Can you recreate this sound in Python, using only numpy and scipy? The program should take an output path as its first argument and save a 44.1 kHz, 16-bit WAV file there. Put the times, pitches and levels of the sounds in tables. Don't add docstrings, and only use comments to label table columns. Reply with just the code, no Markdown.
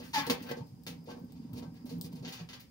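import sys
import numpy as np
from scipy import signal
from scipy.fft import rfft, irfft
from scipy.io import wavfile
from scipy.ndimage import uniform_filter1d, map_coordinates

SR = 44100
rng = np.random.default_rng(int(sys.argv[2]) if len(sys.argv) > 2 else 0)


def wav_record(signal):
    frames = np.transpose(np.atleast_2d(signal))
    bounded = np.clip(frames, -1, 1)
    quanta = np.round(bounded * 32767).astype(np.int16)
    wavfile.write(sys.argv[1], SR, quanta)


def decibels_to_gain(level_db):
    exponent = np.asarray(level_db, float) / 20
    return 10 ** exponent


N = 119070


def seconds():
    return np.arange(N) / SR


def unit(x):
    return x / np.sqrt(np.mean(x ** 2) + 1e-30)


def curve(table, col):
    table = np.array(table)
    return np.interp(seconds(), table[:, 0], table[:, col])


def swell(start, length):
    return np.sin(np.pi * np.clip((seconds() - start) / length, 0, 1) ** 0.72)


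def walk(rate):
    k = int(SR / rate)
    noise = rng.standard_normal(N)
    return unit(uniform_filter1d(uniform_filter1d(noise, k), k))


def clicks(rate, scatter_db):
    chance, size, sign = rng.random(N), rng.exponential(size=N), np.sign(rng.standard_normal(N))
    return unit((chance < rate / SR) * decibels_to_gain(scatter_db * np.minimum(size, 2)) * sign)


def colour(x, points, share=1):
    hz, db = np.array(points, float).T
    f = np.arange(1025) * SR / 2048 + 1
    gain_db = share * np.interp(np.log(f), np.log(np.maximum(hz, 1)), db)
    cepstrum = irfft(np.log(decibels_to_gain(gain_db)))
    cepstrum[1:1024] *= 2
    cepstrum[1025:] = 0
    h = irfft(np.exp(rfft(cepstrum)))
    if share == 1:
        h = h / np.sqrt(np.sum(h ** 2))
    return signal.fftconvolve(x, h)[:N]


def ring(x, modes):
    out = 0
    for hz, db, fade_s in modes:
        pole = np.exp(2j * np.pi * hz / SR - np.log(1000) / (fade_s * SR))
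        out = out + decibels_to_gain(db) * signal.lfilter([1], [1, -pole], x).imag
    return out


# start_s, crack_db, wood_tick_db, boom_db, rattle_s
BLOWS = [(0.033, -64, -54.5, -92, 0.097), (0.267, -49, -41, -34, 0.014), (0.299, -31.5, -32, -24.5, 0.018),
         (0.422, -53.5, -52, -62, 0.029), (0.513, -55.5, -55, -31, 0.0063), (0.606, -67, -73, -51.5, 0.016),
         (0.66, -75.5, -69, -67, 0.062), (0.866, -43.5, -44, -42.5, 0.029), (1.082, -92, -71, -38, 0.028),
         (1.159, -70, -69.5, -52, 0.063), (1.531, -64.5, -61, -68, 0.023),
         (1.624, -58.5, -64, -43.5, 0.024), (1.859, -62.5, -55.5, -50, 0.03),
         (1.893, -54.5, -54.5, -51, 0.038), (2.173, -73, -75, -58, 0.018), (2.224, -69, -64, -64, .02),
         (2.25, -52.5, -72, -64, 0.014), (2.277, -47, -51, -50, 0.035), (2.323, -47.5, -47.5, -59, 0.035),
         (2.398, -61, -82, -45.5, 0.021), (2.489, -50, -56, -53.5, 0.028), (2.531, -51, -57.5, -59, 0.023),
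         (2.597, -57.5, -57, -65, 0.029)]


def blows():
    t = seconds()
    panel, wood, leaf = np.zeros((3, N))
    rattle, fibres = clicks(4000, 3.7), rng.standard_normal(N)
    snap_db, wood_snap_db = 39, 35.5
    rise_share, push_s, sharp_s = 0.018, 0.00011, 0.005
    for start, crack_db, tick_db, boom_db, length in BLOWS:
        age = np.maximum(t - start, 0)
        fade = np.exp(-age / length) * (1 - np.exp(-age / (rise_share * length)))
        panel += decibels_to_gain(crack_db) * fade * rattle
        wood += decibels_to_gain(tick_db) * fade * fibres
        first, sharp = int(start * SR), min(sharp_s / length, 1)
        panel[first] += decibels_to_gain(crack_db + snap_db) * sharp
        wood[first] += decibels_to_gain(tick_db + wood_snap_db) * sharp
        push = age * np.exp(-age / push_s) / push_s
        leaf += decibels_to_gain(boom_db) * (0.053 * push + 0.042 * fade * rattle)
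    return np.array([panel, wood, leaf])


# start_s, length_s, level_db, fibre_hiss_db, boom_db
SCRAPES = [(-.06, 0.11, -54.5, -55.5, -45), (0.13, 0.1, -37, -43, -52), (0.357, 0.09, -63.5, -65, -50.5),
           (0.432, 0.078, -68.5, -69, -46), (0.48, 0.051, -61, -59, -39.5), (0.542, 0.067, -63, -65.5, -49),
           (1.053, 0.11, -59.5, -65.5, -59), (1.257, 0.3, -72, -91, -73),
           (1.541, 0.069, -56.5, -56.5, -52.5), (1.734, 0.074, -72, -76, -68.5),
           (2.013, 0.068, -64, -55.5, -59), (2.105, 0.14, -68.5, -67.5, -65),
           (2.219, 0.088, -58, -83, -47.5), (2.254, 0.044, -51, -72, -66), (2.357, 0.073, -54, -92, -66),
           (2.524, 0.04, -59, -76, -58.5)]


def scrapes():
    panel, wood, leaf = np.zeros((3, N))
    fibres, grit = rng.standard_normal(N), clicks(2800, 3)
    stutter = decibels_to_gain(4 * walk(69))
    for start, length, db, hiss_db, boom_db in SCRAPES:
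        on = swell(start, length) * stutter
        panel += decibels_to_gain(db) * on * grit
        wood += decibels_to_gain(hiss_db) * on * fibres
        leaf += decibels_to_gain(boom_db - 26.5) * on * grit
    return np.array([panel, wood, leaf])


# pitch_hz, level_db
CRACK = [(400, -33), (800, -1), (1500, -5.5), (2200, 0), (4900, -1), (6800, -8), (7800, -27),
         (16000, -24.5)]
# pitch_hz, width_hz, level_db
PANEL = [(4637, 130, 13), (5950, 54, -66), (6300, 24, -47)]


def metal(force):
    rings = [(hz, db, 0.24 / width) for hz, width, db in PANEL]
    one_tap = np.arange(9000) == 0
    gain = np.sqrt(np.sum(ring(one_tap, rings) ** 2))
    return colour(force, CRACK) + decibels_to_gain(-21) * ring(force, rings) / gain


# pitch_hz, level_db, fade_60db_s
LEAF = [(172, -25, 0.3), (251.4, -1.5, 0.21), (360, -18, 0.21), (397, -5, 0.11), (486, -2, 0.099),
        (540.5, -8, 0.041), (594, -2, 0.012), (743, -14.5, 0.086), (855, -4.5, 0.031), (1068, -15, 0.053),
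        (1548, -21.5, 0.068)]


def door_leaf(force):
    return ring(force, LEAF)


# pitch_hz, level_db
TICK = [(1500, -80), (2800, -20), (4500, -1), (7500, -12.5), (10000, -10.5), (13000, -14), (15300, -10.5),
        (16500, -10.5)]


def stick(force):
    return colour(force, TICK)


# start_s, peak_db
KNOCKS = [
    (0.274, -34.5),
    (0.513, -32),
    (0.87, -44.5),
    (1.074, -38),
    (1.912, -38.5),
]


def knocks():
    pitch_hz, fade_60db_s, rise_s = 473, 0.086, 0.001
    out = 0
    for start, db in KNOCKS:
        age = np.maximum(seconds() - start, 0)
        fade = decibels_to_gain(db - 60 * age / fade_60db_s) * (1 - np.exp(-age / rise_s))
        out = out + fade * np.sin(2 * np.pi * pitch_hz * age)
    return out


# start_s, length_s, slip_hz, sag_hz, level_db
SQUEAKS = [
    (0.136, .027, 930, 62, -33.5),
    (0.155, .041, 866, 14, -27.5),
    (0.197, .027, 850, 18, -38),
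    (0.229, .028, 890, 2, -42),
    (0.266, .02, 915, 0, -44),
]
# multiple, level_db
SQUEAK_ORDERS = [(1, 0), (2, -11), (3, -22), (4, -21)]


def squeak():
    t, out, wobble = seconds(), 0, 1 + 0.004 * walk(250)
    for start, length, hz, sag_hz, db in SQUEAKS:
        slip_hz = hz - sag_hz * np.clip((t - start) / length, 0, 1)
        phase = 2 * np.pi * np.cumsum(slip_hz * wobble) / SR
        tone = sum(decibels_to_gain(g) * np.sin(k * phase) for k, g in SQUEAK_ORDERS)
        out = out + decibels_to_gain(db) * swell(start, length) * tone
    return np.sqrt(2) * decibels_to_gain(1) * out


# start_s, length_s, pitch_hz, level_db
SINGS = [(0.175, .04, 281, -37), (0.175, .03, 581, -45), (0.172, .045, 1092, -42), (0.225, .032, 1095, -45),
         (0.18, .045, 1990, -44), (0.21, .04, 270, -42), (0.275, .025, 262, -38), (0.294, .018, 1095, -38),
         (0.137, .03, 1825, -43), (0.606, .03, 900, -52), (0.183, .04, 1697, -38),
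         (0.293, .036, 255, -27.5)]


def singing():
    t, wobble_s = seconds(), np.cumsum(0.004 * walk(240)) / SR
    out = 0
    for start, length, hz, db in SINGS:
        tone = np.sin(2 * np.pi * hz * (t - start + wobble_s))
        out = out + np.sqrt(2) * decibels_to_gain(db) * swell(start, length) * tone
    return out


# start_s, length_s, level_db
DRAGS = [
    (0, 0.088, -58.5),
    (0.204, 0.12, -47.5),
    (0.394, 0.025, -53),
    (0.459, 0.027, -48.5),
    (0.483, 0.058, -44.5),
    (2.014, 0.085, -73.5),
    (2.404, 0.043, -65),
    (2.545, 0.063, -69),
    (1.722, 0.12, -70.5),
]
# pitch_hz, level_db
DULL = [(400, -11.5), (900, -4.5), (1800, 4.5), (3000, 0), (5000, -3.5), (6800, -19.5), (7800, -29),
        (16000, -8)]


def drags():
    on = sum(decibels_to_gain(db) * swell(start, length) for start, length, db in DRAGS)
    grit = clicks(2500, 4.5)
    stutter = decibels_to_gain(2.5 * walk(66))
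    return colour(on * grit * stutter, DULL)


# start_s, peak_db, pitch_hz
NUDGES = [(0.212, -25, 172), (0.411, -23, 250), (0.473, -42, 246), (0.602, -23, 135), (0.625, -51, 140),
          (0.717, -29.5, 130.3), (0.878, -28.5, 238), (0.961, -33.5, 256), (1.08, -30, 224),
          (1.096, -31, 240), (1.165, -29, 246), (1.42, -34, 197), (1.213, -26, 175), (1.237, -26, 230),
          (1.399, -27, 223), (1.448, -24.5, 234), (1.562, -31.5, 239), (1.601, -44, 158), (1.675, -24, 167),
          (1.721, -36, 249), (1.845, -23, 244), (1.915, -26.5, 234), (2.044, -20.5, 163.6),
          (2.061, -41, 183), (2.135, -22, 172), (2.205, -26, 134.5), (2.406, -25, 169), (2.424, -30, 169),
          (2.442, -31.5, 164), (2.581, -43, 176)]


def nudges():
    t, booms = seconds(), 0
    rise_turns, fall_turns = 0.66, 1.64
    for start, db, hz in NUDGES:
        turns = np.maximum(t - start, 0) * hz
        shape = (1 - np.exp(-turns / rise_turns)) * np.exp(-turns / fall_turns)
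        booms = booms + decibels_to_gain(db - 3.5) * shape * np.sin(2 * np.pi * turns)
    return booms


# time_s, level_db
RUB = [
    (0, -48),
    (.2, -50),
    (.62, -44.5),
    (.7, -53.5),
    (1.2, -50),
    (1.45, -44.5),
    (2.25, -48.5),
    (2.45, -63),
    (2.7, -70),
]
# pitch_hz, level_db, fade_60db_s
BOX = [(133, -14, 0.17), (173, 9.5, 0.15), (243, 4.5, 0.17), (261.2, 5.5, 0.074), (277, -33, 0.017),
       (430, -7.5, 0.074), (452.5, -9.5, 0.14), (560, -13, 0.059), (668, -15.5, 0.053), (772, -6, 0.036),
       (910, -7.5, 0.058), (1100, -52, 0.047)]


def rubbing():
    soft = signal.lfilter(*signal.butter(1, 520, fs=SR), clicks(500, 2))
    pressure = decibels_to_gain(curve(RUB, 1) + 2.5 * walk(14))
    return pressure * unit(ring(soft, BOX))


# start_s, peak_db, lowest_hz
CRACKLES = [(0.4265, -38, 9000), (0.4935, -41, 2000), (0.508, -44, 7000), (0.512, -42, 6000),
            (0.67, -52, 3500), (0.836, -45, 3500), (1.042, -48, 11000), (1.195, -50, 11000),
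            (1.246, -50, 10000), (1.3224, -44, 3000), (1.5335, -38, 9000), (1.7433, -52, 6000),
            (1.8555, -44, 9000), (1.985, -46, 10000), (2.0124, -25, 2500), (2.0278, -38, 7000),
            (2.1295, -44, 5000), (2.292, -38, 11000), (2.6055, -37, 11000)]
# pitch_hz, level_db
POP = [(1500, -75), (2800, -18), (4700, -6.5), (6500, -19), (8000, -6), (11000, -21), (14000, -7.5),
       (16500, -7)]


def fire():
    x = np.zeros(N + 256)
    one_tap = np.arange(256) == 0
    for start, db, hz in CRACKLES:
        snap = signal.lfilter(*signal.butter(4, hz, "high", fs=SR), one_tap)
        first = int(start * SR)
        x[first:first + 256] += decibels_to_gain(db + 14.5) * snap
    return colour(x[:N], POP)


# pitch_hz, level_db
AIR = [(12, -79), (20, -26.5), (126, -5), (239, -6), (373, -22.5), (551, -28.5), (633, -39), (15600, -48.5)]
# pitch_hz, width_hz, level_db
PORT_RING = (4920, 170, -23)


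def air():
    hz, width, db = PORT_RING
    port = signal.butter(1, [hz - width / 2, hz + width / 2], "band", fs=SR)
    layers = []
    for noise in rng.standard_normal((2, N)):
        whistle = decibels_to_gain(db + 2.8 * walk(8.9)) * unit(signal.lfilter(*port, noise))
        layers.append((colour(noise, AIR) + whistle) * decibels_to_gain(0.18 * walk(36)))
    mid, side = layers
    side = signal.lfilter(*signal.butter(1, 600, "high", fs=SR), side)
    return decibels_to_gain(-56.5) * np.array([mid + side, mid - side])


def ports(x, pan_db, wet_db):
    fade_60db_s, treble_fade_60db_s, gap_s = 0.22, 0.11, 0.0025
    room_hz, lag_s = 640, 0.00018
    age = np.arange(SR // 2) / SR
    noise = rng.standard_normal((2, SR // 2))
    low = signal.lfilter(*signal.butter(2, 2800, fs=SR), noise)
    tail = low * decibels_to_gain(-60 * age / fade_60db_s) + (noise - low) * decibels_to_gain(-60 * age / treble_fade_60db_s)
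    tail = tail * (age > gap_s)
    tail = tail / np.sqrt(np.sum(tail[0] ** 2))
    tail = signal.sosfilt(signal.butter(2, room_hz, "high", fs=SR, output="sos"), tail)
    near = x - 0.4 * signal.lfilter(*signal.butter(1, room_hz, "high", fs=SR), x)
    late = map_coordinates(near, [(seconds() - lag_s) * SR], mode="nearest")
    wet = signal.fftconvolve(x[None], tail, axes=1)[:, :N]
    return np.array([near * decibels_to_gain(pan_db / 2), late * decibels_to_gain(-pan_db / 2)]) + decibels_to_gain(wet_db) * wet


def scene():
    panel, wood, leaf = blows() + scrapes()
    stove = metal(panel) + door_leaf(leaf) + nudges() + rubbing() + knocks() + drags()
    stove = signal.sosfilt(signal.butter(3, 82, "high", fs=SR, output="sos"), stove)
    mix = ports(stove, -0.018, -0.5)
    mix = mix + ports(squeak() + singing(), -0.5, -10)
    mix = mix + ports(stick(wood), 0.71, -3.5)
    mix = mix + ports(fire(), 3.3, -6)
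    return mix + air()


def roll_off(x):
    return signal.sosfilt(signal.butter(12, 16850, fs=SR, output="sos"), x)


# pitch_hz, left_over_right_db
PORT_DB = [(150, -1), (300, -3.5), (800, 5), (1500, 2), (4000, 2), (9000, -3.5), (15000, 9.5)]


def record(dry):
    x = np.array([colour(dry[0], PORT_DB, 0.61), colour(dry[1], PORT_DB, -0.23)])
    x = signal.sosfilt(signal.ellip(6, 0.3, 22, 15700, fs=SR, output="sos"), x)
    x = signal.sosfilt(signal.ellip(8, 0.3, 60, 16650, fs=SR, output="sos"), x)
    return roll_off(x)


dry = scene()
out = record(dry)
wav_record(out)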